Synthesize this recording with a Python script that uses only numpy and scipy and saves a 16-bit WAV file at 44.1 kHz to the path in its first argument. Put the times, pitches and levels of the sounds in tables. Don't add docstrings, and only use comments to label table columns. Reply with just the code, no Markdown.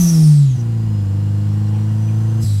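import sys
import numpy as np
from scipy import signal
from scipy.fft import rfft, irfft
from scipy.io import wavfile

SR = 44100
rng = np.random.default_rng(int(sys.argv[2]) if len(sys.argv) > 2 else 0)


def master_out(mix):
    frames = np.transpose(np.atleast_2d(mix))
    ceiling = np.clip(frames, -1, 1)
    pcm = np.round(ceiling * 32767).astype(np.int16)
    wavfile.write(sys.argv[1], SR, pcm)


N = 114660
T = np.arange(N) / SR

OPEN_S, CLOSE_S = 0.57, 2.445


def from_db(db):
    return 10 ** (np.asarray(db) / 20)


def rms_one(x):
    return x / np.sqrt(np.mean(x ** 2) + 1e-20)


def in_time(rows):
    s, *columns = np.transpose(rows)
    return [np.interp(T, s, column) for column in columns]


def coloured(gain, source=None):
    hz = np.maximum(np.fft.rfftfreq(N, 1 / SR), 1)
    if source is None:
        source = rng.standard_normal(N)
    return rms_one(irfft(rfft(source) * gain(hz), N))


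def noise(spectrum, source=None):
    hz, db = np.transpose(spectrum)

    def gain(f):
        low_cut = np.minimum(f / hz[0], 1) ** 2
        return from_db(np.interp(np.log(f), np.log(hz), db)) * low_cut
    return coloured(gain, source)


def drift(rate):
    return coloured(lambda f: 1 / (1 + (f / rate) ** 2))


def turns(hz):
    return 2 * np.pi * np.cumsum(hz + 0 * T) / SR


def air_tone(hz, width_hz):
    angle = turns(hz)
    return rms_one(drift(width_hz) * np.cos(angle) + drift(width_hz) * np.sin(angle))


def ragged(hz, width_hz):
    swing_db, swing_hz, rate = 0.8, 55.1, 24
    strength = from_db(swing_db * drift(rate))
    return rms_one(strength * air_tone(hz + swing_hz * drift(rate), width_hz))


def throttle():
    opening_s, closing_s = 0.0217, 0.017
    opened = np.clip((T - OPEN_S) / opening_s + .5, 0, 1)
    not_closed = np.clip((CLOSE_S - T) / closing_s + .5, 0, 1)
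    return opened * not_closed


def engine(load):
    # t/s, f/Hz
    firing_rate = [(0.0, 178.2), (0.061, 170), (0.25, 154.5), (0.44, 140.7), (0.54, 123.8), (0.62, 116.1),
                   (0.85, 109.7), (1.0, 101.6), (1.08, 98.2), (1.2, 101.9), (1.4, 102.7), (1.749, 105.4),
                   (2.1, 108.5), (2.409, 110.7), (2.499, 103.8), (2.6, 100)]
    # t/s, level/dB
    drone = [(0, -9.5), (.1, -12), (.22, -7.5), (.28, -6), (.42, -8), (.5, -12), (.56, -14.5),
             (2.46, -14.5), (2.6, -14)]
    # t/s, change/dB
    coast_bite = [(0, -3.5), (.2, 1), (.36, -9), (.48, -10), (.56, 0), (2.45, 4), (2.6, -2.5)]
    # multiple of the firing rate, level/dB before bite and cabin modes
    coast_orders = [(.5, -41.5), (.75, -68), (1.25, -51), (1.5, -35.5), (2, -34.5), (2.5, -46.5),
                    (3, -49.5), (3.5, -56.5), (4, -56.5), (4.5, -74), (5, -59)]
    # multiple of the firing rate, level/dB in mid-pull before cabin modes
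    pull_orders = [(.5, -43), (.75, -46), (1.25, -36.5), (1.5, -32), (1.75, -48), (2, -29), (2.25, -53),
                   (2.5, -49.5), (2.75, -65), (3, -41), (3.25, -53), (3.5, -59), (4, -61), (4.25, -54),
                   (4.5, -58), (4.75, -56.5), (5, -55), (6.25, -55.5), (7, -54.5)]
    pull_db, pull_rise_db_per_s = -16, 1.13
    pull_lag = 0.546
    clatter_lead_s = 0.026

    rate, = in_time(firing_rate)
    drone_db, = in_time(drone)
    bite_db, = in_time(coast_bite)
    angle = turns(rate)
    firing = np.sqrt(2) * (1 + 0.042 * drift(17))
    coast = from_db(drone_db) * firing * np.sin(angle)
    coast = coast + from_db(bite_db) * overtones(angle, rate, coast_orders)

    late = angle - 2 * np.pi * pull_lag
    pull = from_db(pull_db) * firing * np.sin(late) + overtones(late, rate, pull_orders)
    pull_s = T - (OPEN_S + CLOSE_S) / 2
    pull = from_db(pull_rise_db_per_s * pull_s) * pull
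    clatter_db = -45.5 + 3 * pull_s
    clatter = from_db(clatter_db) * mechanics(angle)
    effort = np.interp(T + clatter_lead_s, T, load)
    return (1 - load) * coast + load * pull + effort * (clatter + engine_bay())


def overtones(angle, rate, orders):
    # f/Hz, change/dB
    cabin_modes = [(50, -4), (110, -3.5), (150, 1.5), (162, -1.5), (178, -6), (212, 1.5), (235, -6.5),
                   (260, -5), (295, 2), (325, 2), (360, 1.5), (420, -8), (470, 4.5), (510, 4.5),
                   (565, -22.5), (700, -3.5), (1000, 2)]
    between_waver, whole_waver, waver_per_s = 0.24, 0.1, 2.9
    pulse_lean = -1.33
    scatter = 2.85

    mode_hz, mode_db = np.transpose(cabin_modes)
    out = 0
    for multiple, db in orders:
        waver = between_waver if multiple % 1 else whole_waver
        phase = multiple * (angle - np.pi / 2) + pulse_lean * (multiple - 1)
        phase = phase + scatter * max(multiple - 2, 0) * rng.standard_normal()
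        level = from_db(db + np.interp(multiple * rate, mode_hz, mode_db))
        steady_part = (1 + waver * drift(waver_per_s)) * np.cos(phase)
        loose_part = waver * drift(waver_per_s) * np.sin(phase)
        out = out + level * (steady_part + loose_part)
    return np.sqrt(2) * out


def turbo(load):
    # t/s, f/Hz, level/dB (under load before it comes and goes)
    blade_tone = [(0, 11670, -35), (.07, 11100, -38), (.14, 10200, -45), (.24, 9250, -39),
                  (.34, 8590, -44.5), (.42, 7700, -46), (.47, 6940, -52), (.52, 6316, -47),
                  (.57, 5970, -52), (.605, 5950, -46.5), (.635, 5926, -59), (.66, 5000, -76),
                  (.82, 4891, -62), (1, 5114, -62), (1.15, 5240, -66), (1.65, 5560, -64), (2.02, 5960, -59),
                  (2.4, 6320, -57.5), (2.6, 4734, -59)]
    hz, db = in_time(blade_tone)

    pure = np.sin(turns(hz + 14.1 * drift(21)))
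    whistle = rms_one(pure + 0.41 * air_tone(hz, width_hz=81))
    whistle = whistle * from_db(2.5 * drift(11))

    rush_share = 0.29 * hz / hz.max()
    core = ragged(hz, width_hz=240)
    rush = ragged(hz, width_hz=1100)
    rundown = np.sqrt(1 - rush_share) * core + np.sqrt(rush_share) * rush

    blade = from_db(db) * (load * whistle + (1 - load) * rundown)
    intake = from_db(-64) * air_tone(1.39 * hz, width_hz=330)
    return blade + load * intake


def blow_off():
    # opens t/s, level/dB before fading, fade/(dB/s), starts closing t/s, top hiss/dB re main hiss
    releases = [(-.04, -31, 24.5, 0.31, 1), (2.392, -40.5, 33, 2.7, -2.5)]
    # f/Hz, relative level/dB
    hiss_spectrum = [(400, 4.5), (1000, 1.5), (1800, -5), (3600, -3.5), (4500, -6), (5600, 4), (6900, 0),
                     (7750, 2), (8300, -0.5), (9200, 1.5), (10200, -4.5), (11500, -7), (12500, -10),
                     (16000, -16)]
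    # f/Hz, relative level/dB
    top_spectrum = [(5000, -36), (9000, -9), (11200, 6), (13000, -2), (16000, -6)]
    # f/Hz at opening, width/Hz, level/dB re main hiss in first lift, the same in second lift
    pipe_modes = [(4150, 170, -26, -9), (4920, 170, -22, -8), (7890, 280, -11.5, -1),
                  (9400, 380, -10.5, -9), (11500, 290, -22, -11)]
    attack_s, close_db_per_s, top_fade_db_per_s = 0.034, 31.5, 32
    pipe_sag_per_s = 0.1

    out = 0
    for lift, (start, db, fade, closes, top_db) in enumerate(releases):
        age = np.maximum(T - start, 0)
        closing_db = close_db_per_s * np.maximum(T - closes, 0)
        level = from_db(db - fade * age - closing_db)
        top = from_db(top_db - top_fade_db_per_s * age) * noise(top_spectrum)
        jet = noise(hiss_spectrum) + top
        sag = np.exp(-pipe_sag_per_s * age)
        pipes = sum(from_db(ring_db[lift]) * ragged(hz * sag, width)
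                    for hz, width, *ring_db in pipe_modes)
        opening = np.minimum(age / attack_s, 1) ** 2
        out = out + opening * level * (jet + pipes)
    return out


def screech():
    # t/s, f/Hz, level/dB, breathy share 0-1
    screech_curves = [
        [(0, 6220, -28.5, 0.06), (.06, 5980, -29, 0.03), (.095, 5860, -25, 0), (.125, 5780, -34.5, 0.1),
         (.15, 5500, -31, 0.04), (.19, 5480, -36, 0.2), (.26, 5480, -36.5, 0.13), (.33, 5250, -44.5, 0.3),
         (.45, 4930, -53, .9)],
        [(.2, 4900, -51, 0.3), (.28, 4700, -44.5, 0.4), (.4, 4350, -48.5, 0.68), (.5, 3574, -49, 0.88),
         (.65, 3100, -65, .8)],
        [(2.41, 5710, -72, .85), (2.432, 5280, -39.5, 0.4), (2.46, 4500, -47, 0.5), (2.52, 4060, -44, 0.2),
         (2.6, 3800, -51, .7)],
    ]
    out = 0
    for curve in screech_curves:
        hz, db, breathy = in_time(curve)
        sounding = (T >= curve[0][0]) & (T <= curve[-1][0])
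        core = ragged(hz, width_hz=310)
        breath = air_tone(hz, width_hz=1100)
        tone = np.sqrt(1 - breathy) * core + np.sqrt(breathy) * breath
        out = out + sounding * from_db(db) * tone
    return out


def cabin(x, count=12):
    echo_db, decay_s = -15.5, 0.011
    out = x.copy()
    for k, s in enumerate(rng.uniform(.001, .014, count)):
        lag = int(s * SR) + 1
        sign = (-1) ** k
        out[lag:] += sign * from_db(echo_db) * np.exp(-s / decay_s) * x[:-lag]
    return out


def road():
    # f/Hz, relative level/dB
    tyre_spectrum = [(60, -4.5), (130, 0), (250, -5), (400, -14), (600, -24.5), (1000, -23), (2000, -27),
                     (4000, -31.5), (16000, -45)]
    # f/Hz, relative level/dB
    rumble_spectrum = [(22, -27), (35, -0.5), (48, -2.5), (65, 0.5), (85, -15), (130, -4.5), (300, -14),
                       (1000, -70)]
    # t/s, change/dB
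    road_bumps = [(.02, 14), (.23, 11), (.52, 11.5), (.88, 9), (1.42, 6), (1.76, -1), (2.25, 7)]
    bump_s = 0.081
    swell_db = sum(db * np.exp(-((T - s) / bump_s) ** 2) for s, db in road_bumps)
    rumble = from_db(-44 + swell_db) * noise(rumble_spectrum)
    tyres = from_db(-39) * noise(tyre_spectrum)
    return tyres + rumble


def mechanics(angle):
    # f/Hz, relative level/dB
    clatter_spectrum = [(200, -13), (480, 0), (580, -7), (660, -0.5), (800, 0), (1100, 1), (1280, -7.5),
                        (1500, -3), (2250, -16.5), (3200, -7.5), (3800, -18.5), (4300, -12.5), (5900, -13),
                        (7600, -11.5), (10000, -16.5), (16000, -22.5)]
    cyclic_share, cyclic_top_hz = 0.59, 1900
    firing_grain = 0.075

    def repeating(firings, size=256):
        length = firings * size
        pattern = rng.standard_normal(length)
        return np.interp(angle / (2 * np.pi) * size, np.arange(length), pattern, period=length)

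    blend = drift(1.9)
    loops = repeating(firings=2)
    loops = loops + np.cos(blend) * repeating(firings=4) + np.sin(blend) * repeating(firings=4)
    softened = coloured(lambda f: 1 / (1 + (f / cyclic_top_hz) ** 2), loops)
    cyclic = noise(clatter_spectrum, softened)
    mixed = np.sqrt(cyclic_share) * cyclic + np.sqrt(1 - cyclic_share) * noise(clatter_spectrum)
    return mixed * (1 + firing_grain * np.cos(angle))


def engine_bay():
    # f/Hz, width/Hz, level/dB at full load
    bay_modes = [(1604, 33, -74), (1923, 14, -64), (2843, 25, -61.5), (4180, 110, -64), (4910, 98, -64),
                 (7580, 76, -65.5), (9320, 220, -77)]
    return sum(from_db(db) * air_tone(hz, width) for hz, width, db in bay_modes)


def trim_rattles():
    # peak t/s, f/Hz, width/Hz, peak level/dB, length t/s
    rattle_events = [(1.656, 4170, 110, -57, 0.031), (1.765, 805, 45, -43, 0.038),
                     (1.77, 2655, 707, -52, 0.051), (2.096, 2460, 160, -49, .018)]
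    out = 0
    for s, hz, width, db, length in rattle_events:
        burst = np.exp(-((T - s) / length) ** 2)
        out = out + from_db(db) * burst * air_tone(hz, width)
    return out


def scene():
    turbo_lag_s = 0.066
    load = throttle()
    boost = np.minimum(load, np.interp(T - turbo_lag_s, T, load))
    air = cabin(turbo(boost) + blow_off() + screech())
    return (engine(load) + air + road() + trim_rattles())[None]


def record(dry):
    return signal.sosfilt(signal.ellip(12, .1, 90, 15750, fs=SR, output="sos"), dry)


dry = scene()
out = record(dry)
master_out(out)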